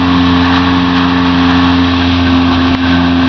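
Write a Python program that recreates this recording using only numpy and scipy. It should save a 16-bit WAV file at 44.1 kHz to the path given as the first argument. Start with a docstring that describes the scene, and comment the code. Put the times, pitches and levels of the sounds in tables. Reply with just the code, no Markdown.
"""A steady exhaust drone under a rattling roar: a tractor tows a disc mower away through a hay field.
Periodic firing gives the drone its harmonics, and the gears whine at multiples of the same rate.
Random impacts in the mower roar and ring its hood while the blades hiss, surging on clumps of hay.
The spectrum shifts as the rig bends away. Wind puffs on the microphone, and late on a dull thud
leads into one sharp knock that makes the gain control duck."""
import sys
import numpy as np
from scipy.fft import rfft, irfft, next_fast_len
from scipy.io import wavfile
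from scipy.ndimage import uniform_filter1d, minimum_filter1d, map_coordinates

SR = 44100
rng = np.random.default_rng(int(sys.argv[2]) if len(sys.argv) > 2 else 0)


def generate_wav(sig):
    """Save sig (samples, or channels by samples) to the path in sys.argv[1] as 16-bit PCM at SR."""
    pcm = np.round(np.clip(np.atleast_2d(sig).T, -1, 1) * 32767).astype(np.int16)
    wavfile.write(sys.argv[1], SR, pcm)


N = 144648
T = np.arange(N) / SR


def amp(db):
    """Amplitude ratio of a level in decibels."""
    return 10 ** (np.asarray(db) / 20)


def unit(x):
    """Normalisation to unit rms."""
    return x / np.sqrt(np.mean(x ** 2) + 1e-20)


def curves(rows):
    """Linear interpolation in time: one value per sample for each column after the first."""
    times, *columns = np.transpose(rows)
    return [np.interp(T, times, column) for column in columns]


def bump(centre_s, width_s):
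    """Gaussian envelope, its full width taken at 1/e of the peak."""
    return np.exp(-(2 * (T - centre_s) / width_s) ** 2)


def wobble(rate):
    """Smooth random modulation: a spline through rate knots a second."""
    return map_coordinates(rng.standard_normal(int(N * rate / SR) + 4), [T * rate])


def noise():
    """Gaussian white noise."""
    return rng.standard_normal(N)


def filtered(x, response):
    """Linear filtering: the spectrum of x times a frequency response."""
    size = next_fast_len(N + 8192)
    return irfft(rfft(x, size) * response(np.fft.rfftfreq(size, 1 / SR)), size)[:N]


def coloured(x, spectrum):
    """Spectral shaping by (frequency [Hz], relative level [dB]) points, at unit rms."""
    freqs, db = np.transpose(spectrum)
    return unit(filtered(x, lambda hz: amp(np.interp(np.log(hz + 1), np.log(freqs), db, right=-90))))


# puffs of wind (time [s], width [s], level [dB])
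WIND_PUFFS = [(0.186, 0.035, -25.5), (0.697, .06, -25), (1.254, 0.027, -28.5), (2.273, .04, -23),
              (2.514, .05, -21.5), (2.589, .05, -17), (2.719, .08, -22)]
# wind noise (frequency [Hz], relative level [dB])
WIND_SPECTRUM = [(15, -18.5), (45, -5), (85, -0.5), (160, -6), (350, -9.5), (900, -36.5)]


def wind():
    """Turbulent pressure on the microphone gives short puffs of low-frequency noise."""
    envelope = sum(amp(db) * bump(time, width) for time, width, db in WIND_PUFFS)
    return envelope * coloured(noise(), WIND_SPECTRUM)


# the dull thud and the hard knock (frequency [Hz], relative level [dB])
THUD_SPECTRUM = [(70, -12), (150, -8), (220, 0), (290, -2), (340, -16), (700, -40)]
KNOCK_SPECTRUM = [(30, 0), (150, 3), (600, 0), (1500, 0), (2600, -6), (4000, -12), (5500, -28), (7000, -55)]


def knock(onset_s=2.749, rise_s=.0007, t60_s=.011, level_db=9):
    """A low thud swells, then a heavily damped transient: broadband noise with an exponential decay."""
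    thud = amp(-16) * bump(centre_s=2.727, width_s=.055) * coloured(noise(), THUD_SPECTRUM)
    age = np.maximum(T - onset_s, 0)
    rise = 1 - np.exp(-age / rise_s)
    decay = amp(level_db - 60 * age / t60_s)
    return thud + rise * decay * coloured(noise(), KNOCK_SPECTRUM)


# engine and gear tones (multiple of firing rate [-], level before bend [dB], level after bend [dB])
SHAFT_ORDERS = [(1.27, -32.5, -33), (2.5, -47.5, -32.5), (3.998, -39, -29.5), (5, -28.5, -34.5),
                (6, -41, -56), (6.99, -35, -34.5), (7.36, -42, -43), (7.98, -36, -31), (8.93, -39, -37.5),
                (9.99, -33, -34), (11.07, -39, -46), (11.99, -33.5, -48), (12.52, -28, -38.5),
                (13.07, -37.5, -46.5), (15.08, -40.5, -42), (17.55, -47, -33), (20.01, -31.5, -48.5),
                (20.94, -43.5, -36.5), (22.12, -36.5, -59.5), (29.7, -47, -48.5), (30.92, -42.5, -37.5),
                (39.6, -43.5, -47.5), (43.5, -36.5, -37)]


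def driveline(phase, bend, waver_db=1.5, jitter_rad=0.27):
    """Rotational orders: engine harmonics and gear whine track the shaft, wavering in level and phase."""
    tones = np.zeros(N)
    for order, before_db, after_db in SHAFT_ORDERS:
        db = before_db + bend * (after_db - before_db) + waver_db * wobble(12)
        angle = order * phase + jitter_rad * wobble(30) + rng.uniform(0, 2 * np.pi)
        tones += np.sqrt(2) * amp(db) * np.sin(angle)
    return tones


def clatter(rate, share):
    """Shot noise: rate random impacts a second carry a share of the power, rushing air the rest."""
    impacts = unit((rng.random(N) < rate / SR) * noise())
    return np.sqrt(share) * impacts + np.sqrt(1 - share) * noise()


def bending(x, before, after, bend):
    """Directivity as a crossfade: x passes from one spectrum to another as the rig bends away."""
    return unit((1 - bend) * coloured(x, before) + bend * coloured(x, after))


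# disc roar and hood resonance either side of the bend; blade hiss (frequency [Hz], relative level [dB])
ROAR_SPECTRUM_BEFORE = [(400, -46.5), (560, -20.5), (660, -9.5), (850, -3.5), (1040, -3), (1120, 0.5),
                        (1200, -5), (1420, -11), (1800, -35.5)]
ROAR_SPECTRUM_AFTER = [(400, -48.5), (530, -11.5), (680, -4), (850, -3.5), (990, -3.5), (1120, 2),
                       (1230, -5), (1400, -8.5), (1800, -26.5)]
HOOD_SPECTRUM_BEFORE = [(1100, -25), (1450, -4.5), (1550, 0.5), (1660, 1.5), (1780, 0), (1930, -6.5),
                        (2100, -23.5), (2700, -38)]
HOOD_SPECTRUM_AFTER = [(1100, -36.5), (1460, -10.5), (1540, 3), (1620, -1), (1740, -5.5), (1880, -10.5),
                       (2050, -19), (2700, -42)]
HISS_SPECTRUM = [(1500, -23.5), (2100, -4), (2400, -1), (2720, 1.5), (2950, -1.5), (3250, 3), (3650, -0.5),
                 (3880, 1), (4250, -5.5), (5000, -11.5), (5800, -17), (6400, -38), (7000, -62)]
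# relative levels of the mower's three bands (time [s], roar [dB], hood [dB], hiss [dB])
MOWER_LEVELS = [(0, -17.5, -26, -23), (0.25, -19, -24.5, -20.5), (0.55, -17.5, -19.5, -21),
                (0.85, -21, -25, -22.0), (1.1, -17.6, -22.6, -22), (1.35, -19.5, -24, -22),
                (1.55, -17, -22, -20.5), (1.85, -20.5, -26, -21.4), (2.15, -21.5, -26, -19.5),
                (2.4, -20.5, -28, -23), (2.65, -19.5, -24.0, -21), (2.95, -19.5, -21, -22),
                (3.15, -23, -27, -24.5), (3.28, -21, -20.5, -21.5)]
# surges as clumps of hay pass through (time [s], roar gain [dB], hood gain [dB], hiss gain [dB])
HAY_CLUMPS = [(0.566, 3, 1, 4), (0.671, 1.5, -1, 0.5), (.97, 2, 5, 3.5), (1.04, 2.5, 3, 0),
              (1.18, 2, 1, 0.5), (1.27, 1.5, 1.5, 3.5), (1.51, 4, 5.5, 2), (1.645, 1.5, 0.5, 2),
              (1.699, 1.5, 0, 0), (1.871, 1.5, 3, 1.5), (2.03, 3.5, 8, 0.5), (2.14, 3.5, -3, 0),
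              (2.275, 0, 6.5, 2), (2.54, 5, 0.5, 3), (2.595, 0, 7, -2), (2.91, -1.5, 0, 3), (3.04, 3, 4, 0)]


def mower(phase, bend, roar_trim_db=-0.5, hood_trim_db=-1.5, hiss_trim_db=-0.5):
    """Impact excitation: discs and rollers roar and ring the hood; blades hiss through stalks in pulses."""
    roar = bending(clatter(rate=1200, share=0.45), ROAR_SPECTRUM_BEFORE, ROAR_SPECTRUM_AFTER, bend)
    hood = bending(clatter(rate=600, share=0.21), HOOD_SPECTRUM_BEFORE, HOOD_SPECTRUM_AFTER, bend)
    blade_pulses = amp(1.0 * np.cos(2 * phase) + 0.63 * np.cos(phase * 3 / 4))
    hiss = coloured(clatter(rate=5000, share=.25) * blade_pulses, HISS_SPECTRUM)
    surge_db = sum(np.outer(gains, bump(time, width_s=0.045)) for time, *gains in HAY_CLUMPS)
    lull_db = -1.5 * bump(centre_s=3.13, width_s=.07)  # the mower briefly runs light
    roar_db, hood_db, hiss_db = curves(MOWER_LEVELS) + surge_db + lull_db + 0.62 * wobble(24)
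    return (roar * amp(roar_db + roar_trim_db)
            + hood * amp(hood_db + hood_trim_db)
            + hiss * amp(hiss_db + hiss_trim_db))


# levels of the lowest exhaust harmonics (time [s], first [dB], second [dB], third [dB])
EXHAUST_HARMONICS = [(0, -20.3, -25, -12.3), (0.12, -20, -18, -10), (0.35, -17, -17, -10),
                     (0.48, -18.5, -21.5, -11.5), (0.7, -19.5, -19.5, -12), (0.85, -23, -18, -12),
                     (1.2, -22, -19.5, -12.0), (1.55, -19.5, -18, -10), (1.8, -18.5, -21.5, -10),
                     (1.95, -18, -28.4, -13), (2.08, -16.5, -23, -13.5), (2.22, -15, -30, -12),
                     (2.4, -19, -23, -9), (2.58, -18, -29.5, -11.5), (2.7, -22, -42, -11.5),
                     (2.95, -18, -16, -11), (3.12, -21, -21, -11), (3.28, -19.5, -26.5, -10)]
# exhaust rumble (frequency [Hz], relative level [dB])
RUMBLE_SPECTRUM = [(20, -12), (55, -8.5), (100, -4.5), (150, -2.5), (250, -0.5), (330, -3), (430, -9),
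                   (520, -15), (800, -39.5)]


def exhaust(phase, waver_db=0.43, throb_db=1.5, rumble_db=-25):
    """Periodic firing radiates a harmonic series and modulates the amplitude of a low rumble."""
    drone = np.zeros(N)
    for harmonic, db in enumerate(curves(EXHAUST_HARMONICS), start=1):
        amplitude = np.sqrt(2) * amp(db + waver_db * wobble(25))
        drone += amplitude * np.sin(harmonic * phase + rng.uniform(0, 2 * np.pi))
    throb = amp(throb_db * np.cos(phase))
    return drone + amp(rumble_db) * coloured(noise() * throb, RUMBLE_SPECTRUM)


# engine speed (time [s], firing rate [Hz])
FIRING_RATE = [(0, 88.67), (.22, 88.06), (.4, 87.4), (.63, 89.32), (.88, 88.2), (1, 88.2), (1.1, 88.5),
               (1.4, 87.73), (1.7, 88.05), (2, 87.8), (2.4, 87.14), (2.92, 87.38), (3.12, 87.07),
               (3.28, 86.84)]


def scene(mid_bend_s=2.03, bend_length_s=0.41):
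    """Superposition: tractor and mower, phase-locked by one shaft, add to the wind and the knock."""
    phase = 2 * np.pi * np.cumsum(curves(FIRING_RATE)[0]) / SR
    bend = np.clip((T - mid_bend_s) / bend_length_s + .5, 0, 1)  # 0 before the bend, 1 after
    rig = exhaust(phase) + driveline(phase, bend) + mower(phase, bend)
    return (rig + wind() + knock())[None]


def gain_control(x, threshold=1.2, attack_s=.001, hold_s=.015, release_db_per_s=85):
    """Peak limiting: the gain drops on a peak above the threshold, holds, then climbs back."""
    excess_db = 20 * np.log10(np.maximum(np.abs(x) / threshold, 1))
    hold = int(hold_s * SR)
    held_db = -minimum_filter1d(-excess_db, hold, origin=(hold - 1) // 2)  # trailing maximum
    release_db = release_db_per_s * T
    cut_db = np.maximum.accumulate(held_db + release_db) - release_db
    return x * uniform_filter1d(amp(-cut_db), int(attack_s * SR))


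def record(dry):
    """Saturation rounds off the peaks left by the gain control; a low-pass limits the bandwidth."""
    ceiling, hardness, cutoff_hz = .96, 12, 6891
    limited = gain_control(dry[0])
    clipped = limited / (1 + np.abs(limited / ceiling) ** hardness) ** (1 / hardness)
    return filtered(clipped, lambda hz: hz < cutoff_hz)[None]


dry = scene()
out = record(dry)
generate_wav(out)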